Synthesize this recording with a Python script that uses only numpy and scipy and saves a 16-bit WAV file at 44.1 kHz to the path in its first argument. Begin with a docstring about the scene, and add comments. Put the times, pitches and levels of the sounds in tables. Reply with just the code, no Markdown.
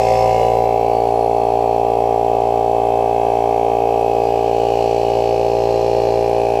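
"""Piston compressor on a lawn

A small piston air compressor runs a step from a microphone in a head-worn camera; the wearer bends and straightens.
Each turn of the crank gives a sharp intake pop, summed from crank overtones, and an uneven second knock of
filtered impulses. Coloured noise, swelling with the stroke, makes valve rattle, clatter, hiss and intake flow;
sine tones make the induction motor's hum and a faint drone. A muffling camera case leaves little above 1 kHz."""
import sys
import numpy as np
from scipy import signal
from scipy.fft import rfft, irfft, next_fast_len
from scipy.io import wavfile
from scipy.ndimage import uniform_filter1d

SR = 44100
rng = np.random.default_rng(int(sys.argv[2]) if len(sys.argv) > 2 else 0)


def master(y):
    """Save y as 16-bit WAV."""
    cut = np.clip(np.atleast_2d(y).T, -1, 1)
    pcm = np.round(cut * 32767)  # scale
    wavfile.write(sys.argv[1], SR, pcm.astype(np.int16))


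N = 291059
TURN = 2048  # points in one turn of the crank
# Triples of settings below are for the microphone close, upright and stooped.


def undb(db):
    """Amplitude ratio of a level in dB."""
    return 10 ** (np.asarray(db) / 20)


def unit(x):
    """Scale x to an RMS of 1."""
    return x / np.sqrt(np.mean(x ** 2))


def colour(x, table):
    """Shape x by a (Hz, dB) spectrum that falls away steeply outside the table; RMS 1."""
    n = next_fast_len(len(x))
    hz, db = np.transpose(table)
    log_hz = np.log(np.arange(n // 2 + 1) * SR / n + 1)
    gain = undb(np.interp(log_hz, np.log(hz), db, -99, -99))
    return unit(irfft(rfft(x, n) * gain, n)[:len(x)])


def ring(x, modes):
    """Sum of (Hz, width Hz, dB) resonances excited by x."""
    return sum(undb(db) * signal.lfilter(*signal.iirpeak(hz, hz / width, SR), x) for hz, width, db in modes)


def walk(rate):
    """Random levels held 1 / rate s and slewed; RMS 1."""
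    hold = int(SR / rate)
    steps = np.repeat(rng.standard_normal(N // hold + 1), hold)
    return unit(uniform_filter1d(steps, hold)[:N])


def linger(x, keep):
    """Rows that keep a share of the row before; spread unchanged."""
    return signal.lfilter([np.sqrt(1 - keep ** 2)], [1, -keep], x, axis=0, zi=keep * x[-1:])[0]


def bursts(turns, rows):
    """Loudness over one turn: steady 1 plus decaying (start turn, decay turns, size) bursts."""
    return 1 + sum(size * np.exp(-((turns - at) % 1) / fall) for at, fall, size in rows)


def rattle(turns, keep, fresh_db, rows):
    """Noise that nearly repeats every turn, plus fresh noise, both swelling with the stroke."""
    rough = linger(rng.standard_normal((int(turns[-1]) + 3, TURN // 2)), keep).ravel()
    again = unit(np.interp((turns + 1) * TURN / 2, np.arange(len(rough)), rough))
    return (again + undb(fresh_db) * rng.standard_normal(N)) * bursts(turns, rows)


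def crank(t):
    """Turns of the crank since the first pop; its speed sags as tank pressure builds."""
    start_hz, sag_hz_per_s, sag_ends_s = 57.888, .024, 4.95
    first_pop_s = .00045
    speed_hz = start_hz - sag_hz_per_s * np.minimum(t, sag_ends_s)
    return np.cumsum(speed_hz) / SR - first_pop_s * start_hz


# where the microphone is: t/s, posture (0 close, 1 upright, 2 stooped), treble lift level/dB
HEAD_PATH = [(0, 0.39, 3.5), (.11, 0.11, 2), (.25, .01, -1.5), (.42, 0.18, -1), (.55, 0.3, -4),
             (.73, 0.66, -3), (1.19, 0.86, -1.5), (2.72, 0.85, -2), (3.5, 0.94, -0.5), (4.13, 1.22, -0.5),
             (4.85, 1.54, 2), (5.55, 1.88, -0.5), (5.9, 2.6, 0), (6.2, 1.95, -0.5), (6.6, 1.37, 0.5)]


def head(t):
    """The wearer's posture, the lift of the treble in dB, and the share of each posture."""
    s, *columns = np.transpose(HEAD_PATH)
    posture, lift_db = (np.interp(t, s, column) for column in columns)
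    shares = [np.clip(1 - abs(np.clip(posture, 0, 2) - k), 0, 1) for k in range(3)]
    return posture, lift_db, shares


def at_posture(posture, values):
    """Slide a setting between its close, upright and stooped values."""
    return np.interp(posture, range(3), values)


# narrow bands that swell and fade as the head turns: t/s, lasting/s, f/Hz, level/dB re their layer
HEAD_TURN_BANDS = [(.15, .13, 5340, -9), (.3, 0.31, 2160, -5), (.35, 0.19, 2894, -5),
                   (.6, 0.24, 4000, -6.5), (.7, .35, 13900, -13), (.85, 0.19, 2300, -11),
                   (.9, 0.14, 2900, -12), (.95, .11, 4530, -5), (1.3, 0.44, 4240, -8.5),
                   (1.7, 0.08, 2490, -13), (4.0, .4, 13000, -12), (4.1, 0.18, 2580, -16),
                   (4.25, 0.14, 4870, -9), (4.7, 0.55, 2890, -7.5), (5.0, .45, 4550, -12),
                   (6.45, .22, 2540, -10.5)]
LAYER_EDGES_HZ = (3500, 8000)  # valves below (layer 0), clatter between (1), hiss above (2)
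BAND_WIDTH_HZ = (105, 63, 380)  # among valves, clatter and hiss


def heard(raw, colours, shares, t, layer):
    """A layer in the colour of each posture, with the narrow bands that swell inside it."""
    out = sum(share * colour(raw, table) for share, table in zip(shares, colours))
    reach = 2 * BAND_WIDTH_HZ[layer]
    for at, lasting, hz, db in HEAD_TURN_BANDS:
        if np.searchsorted(LAYER_EDGES_HZ, hz) == layer:
            band = colour(raw, [(hz - reach, -30), (hz, 0), (hz + reach, -30)])
            out = out + undb(db) * np.exp(-((t - at) / lasting) ** 2) * band
    return out


def drone(t):
    """A faint steady sine far below the pops in level."""
    hz, rms_db = 35.7, -66
    return np.sqrt(2) * undb(rms_db) * np.sin(2 * np.pi * hz * t)


# magnetic tones: multiple of crank speed, multiple of twice the mains, level/dB re pop
MAGNETIC_TONES = [(0, 2, -34), (12, 1, -51), (16, 1, -38), (17, 1, -40), (18, 1, -37), (18, 2, -48)]
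MAINS_HZ = 60


def motor(t, turns):
    """Rotor slots and mains field beat slowly against the crank overtones."""
    hum = 0
    for order, field, db in MAGNETIC_TONES:
        cycles = order * turns + 2 * field * MAINS_HZ * t + rng.random()
        hum = hum + np.sqrt(2) * undb(db) * np.sin(2 * np.pi * cycles)
    return hum


# a ticking reed valve's resonances: f/Hz, width/Hz, level/dB
REED_MODES = [(9770, 440, 3), (10400, 400, -6)]


def reed(turns):
    """A reed valve ticks twice a turn: noise bursts through its resonances, applied twice over."""
    ticks = rattle(turns, 0.8, 3, [(0.01, 0.19, 12), (.68, 0.041, 1.7)])
    return unit(ring(ring(ticks, REED_MODES), REED_MODES))


# colour of the escaping air: f/Hz, level/dB per Hz
HISS_COLOUR = [(8000, -1), (8400, -3), (9000, -3.5), (10400, -5), (11400, -7.5), (12400, -6), (12800, -2),
               (13200, -10), (13800, -3.5), (14400, -3.5), (15250, -10)]


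def hiss(t, turns):
    """Air hisses in step with the crank as bursts of noise, the reed's ticks varying in level within it."""
    raw = rattle(turns, 0.99, 9.6, [(0.01, 0.26, 1.06), (.68, 0.037, 0.59)])
    air = heard(raw, [HISS_COLOUR], [1], t, layer=2)
    return air + undb(-6 + 2.0 * walk(2.12)) * reed(turns)


# colours of the clatter close, upright and stooped, one list each: f/Hz, level/dB per Hz
CLATTER_COLOURS = [
    [(2000, -25), (3400, -5.5), (3710, -15), (3980, -11), (4020, -6), (4130, 1), (4360, -1.5), (5410, 0),
     (5880, -4), (6550, -4.5), (6910, -6), (7810, -5.5), (8500, -20), (11000, -33), (18700, -120)],
    [(2000, -40), (3400, 2.5), (3700, -2), (4360, 0), (4530, -0.5), (4620, 0), (5140, -4), (5600, -1.5),
     (5680, 0), (6070, -3), (6250, -7), (6730, -5), (7180, -6.5), (7690, -2), (8500, -21.5), (11000, -46),
     (18700, -120)],
    [(2000, -30), (3400, -21), (3710, -5), (3760, -23), (4070, 4.5), (4620, 0), (4930, -3), (5350, 0.5),
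     (5770, -5.5), (6110, -3), (6380, -9.5), (6860, -7), (7180, -12), (7840, -9), (8500, -27), (11000, -51),
     (18700, -120)],
]


def clatter(t, turns, shares):
    """Upper valve clatter: nearly repeating noise that swells each turn and dips as the swell starts."""
    raw = rattle(turns, 0.944, 1.7, [(-.05, 0.59, 2.5), (-.05, .07, -.9)])
    return heard(raw, CLATTER_COLOURS, shares, t, layer=1)


def slap(turns, at, spread_db):
    """A valve plate slaps its seat once a turn: a brief pulse of uneven size."""
    size = undb(spread_db * rng.standard_normal(int(turns[-1]) + 3))
    off_turns = (turns - at + .5) % 1 - .5
    return unit(size[(turns - at + 1.5).astype(int)] * np.exp(-(off_turns / .0015) ** 2))


def whine(turns):
    """A tone at 44 times crank speed, wandering in level."""
    return undb(-10.5 + 2 * walk(3.8)) * np.sin(2 * np.pi * 44 * turns)


# colours of the valves close, upright and stooped, one list each: f/Hz, level/dB per Hz
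VALVE_COLOURS = [
    [(760, -46), (1300, -10), (1390, -10), (1620, -6), (1900, -3.5), (1990, -9), (2180, -2), (2370, -12),
     (2450, -2), (2810, 0.5), (2930, -13), (3090, -13), (3600, -7), (4680, -49), (7920, -120)],
    [(760, -44), (1300, -14), (1380, -8), (1620, -5), (1760, -7), (1790, -14.5), (1940, -24.5),
     (2090, -3.5), (2380, 0), (2450, -1), (2630, 2), (2910, -6.5), (3180, -1.5), (3380, -15.5), (3600, -21),
     (4680, -47), (7920, -120)],
    [(760, -39), (1300, -17), (1470, -12), (1620, -5.5), (1810, -6), (1840, -9.5), (1960, -3.5),
     (2120, -8.5), (2220, -1), (2390, -1.5), (2750, 1), (3090, -6.5), (3600, -8.5), (4680, -33),
     (7920, -120)],
]
SLAP_DB = (-17.5, -4, -9)  # slap beside the raw rattle, before colouring


def valves(t, turns, posture, shares):
    """Lower valve rattle with two plate slaps a turn, and a whine heard when upright."""
    noise = rattle(turns, 0.98, -3, [(-.13, 0.23, 1.9), (.15, 0.11, 0.66)])
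    slaps = slap(turns, -0.0639, 1.8) + undb(-5.5) * slap(turns, 0.028, 2.4)
    raw = noise + undb(at_posture(posture, SLAP_DB)) * slaps
    return heard(raw, VALVE_COLOURS, shares, t, layer=0) + shares[1] * whine(turns)


# intake turbulence: f/Hz, level/dB per Hz
FLOW_COLOUR = [(15, -21), (40, -24), (100, -22), (200, -22.5), (300, -13.5), (450, -7.5), (600, 0.5),
               (680, -5), (800, -6.5), (1000, -12), (1200, -28.5), (1400, -42), (2000, -27.5)]


def flow(turns):
    """Air drawn through the intake is turbulent: noise with two swells a turn."""
    swells = bursts(turns, [(.33, 0.23, 3.6), (-.05, 0.13, 1.8)])
    return colour(rng.standard_normal(N) * swells, FLOW_COLOUR)


# resonances of the second knock: f/Hz, width/Hz, level/dB
KNOCK_MODES = [(470, 55, 12), (534, 22, 17), (800, 180, -35)]
KNOCK_TURN = 0.4258  # share of a turn after the pop


def knock(turns):
    """A second knock each turn: ringing blows of uneven size and sign."""
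    at = np.flatnonzero(np.diff(np.floor(turns - KNOCK_TURN)))
    chance = rng.standard_normal((len(at), 2))
    blows = np.zeros(N)
    blows[at] = chance[:, 0] + 1.56 * linger(chance[:, 1], 0.957)  # fresh plus slowly drifting size
    soft = signal.sosfilt(signal.butter(6, 950, fs=SR, output="sos"), blows)
    return unit(ring(ring(soft, KNOCK_MODES), [(592, 570, 0)]))


# the pop's overtones in each posture: multiple of crank speed, level/dB
POP_CLOSE = [(1, -9.5), (2, -5.5), (3, -15.5), (4, -16.5), (5, -19), (6, -30), (7, -1), (8, -7.5), (9, 3),
             (10, -22), (11, 1.5), (12, -12.5), (13, 6), (14, -2), (15, -23), (16, -21), (17, -5.5),
             (18, -21), (19, -45), (20, -23), (21, -24), (22, -47), (23, -58), (24, -60)]
POP_UPRIGHT = [(1, -13), (2, -10), (3, -21.5), (4, -16), (5, -8.5), (6, -12), (7, 2.5), (8, 0.5), (9, -9),
               (10, -8.5), (11, 1), (12, 0.5), (13, 3.5), (14, 3.5), (15, -10.5), (16, -10), (17, -15),
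               (18, -19), (19, -31.5), (20, -20.5), (21, -30), (22, -29), (23, -53), (24, -40.5)]
POP_STOOPED = [(1, -12.5), (2, -8.5), (3, -17.5), (4, -20), (5, -13.5), (6, -8), (7, 3.5), (8, 0), (9, 0),
               (10, -18.5), (11, 0), (12, -17), (13, -3.5), (14, -2), (15, -10.5), (16, -33), (17, -16.5),
               (18, -71), (19, -50), (20, -35), (21, -28), (22, -33), (23, -45), (24, -36.5)]
SMEAR = (0.0058, 0.0041, 0.0034)  # lateness of higher overtones (turns per order)
LATE_TURNS = (0.041, .22, 0)  # further lateness of the overtones above the 15th


def pop(orders, smear, late, turns):
    """One turn of the intake pop: phases follow partly from the levels, and higher overtones arrive later."""
    k, db = np.transpose(orders)
    n = np.arange(TURN // 2 + 1)
    log_gain = np.interp(n, k, db) * np.log(10) / 20
    # fold the cepstrum to get the minimum phase of these levels
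    cepstrum = irfft(log_gain)
    cepstrum[1:TURN // 2] *= 2
    cepstrum[TURN // 2 + 1:] = 0
    phase = 0.21 * rfft(cepstrum).imag + 2 * np.pi * (0.00052 * n - smear * (n - 8) ** 2) + 2.04
    phase[15:] -= 2 * np.pi * late * (n[15:] - 15)
    phase[1:4] = 2 * np.pi * (.46 - .13 * n[1:4])  # the tank rocks on the lowest three, later in the turn
    phase[18:] += np.pi  # above the camera case's resonance the sign flips
    sounding = (n >= 1) * (n <= len(k))
    wave = unit(irfft(np.exp(log_gain + 1j * phase) * sounding))
    return np.interp(turns % 1 * TURN, np.arange(TURN), wave, period=TURN)


def pops(turns, shares):
    """The intake pop of every turn, blended between the three postures."""
    settings = zip(shares, (POP_CLOSE, POP_UPRIGHT, POP_STOOPED), SMEAR, LATE_TURNS)
    return sum(share * pop(orders, smear, late, turns) for share, orders, smear, late in settings)


POP_DB, KNOCK_DB, FLOW_DB = (-13, -15, -15), (-12.5, -16, -13), (1, 0.5, 0)  # knock re pop, flow re knock
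VALVE_DB, CLATTER_DB, HISS_DB = (-37, -41.5, -39.5), (-39.5, -48, -41.5), (-50, -56, -55)
VALVE_LIFT, HISS_LIFT = 0.84, .4  # shares of the treble lift; the clatter takes all of it


def scene():
    """The compressor's layers follow one crank, at the level of the wearer's posture, over a steady drone."""
    t = np.arange(N) / SR
    turns = crank(t)
    posture, lift_db, shares = head(t)
    valve_db = at_posture(posture, VALVE_DB) + VALVE_LIFT * lift_db
    clatter_db = at_posture(posture, CLATTER_DB) + lift_db
    hiss_db = at_posture(posture, HISS_DB) + HISS_LIFT * lift_db
    knock_and_flow = knock(turns) + undb(at_posture(posture, FLOW_DB)) * flow(turns)
    body = pops(turns, shares) + motor(t, turns) + undb(at_posture(posture, KNOCK_DB)) * knock_and_flow
    mix = drone(t) + undb(hiss_db) * hiss(t, turns)
    mix = mix + undb(clatter_db) * clatter(t, turns, shares)
    mix = mix + undb(valve_db) * valves(t, turns, posture, shares)
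    mix = mix + undb(at_posture(posture, POP_DB)) * body
    return mix[None]


def record(dry):
    """The camera cuts the top steeply above 15.2 kHz."""
    return signal.sosfilt(signal.ellip(10, .2, 80, 15200, fs=SR, output="sos"), dry)


dry = scene()
out = record(dry)
master(out)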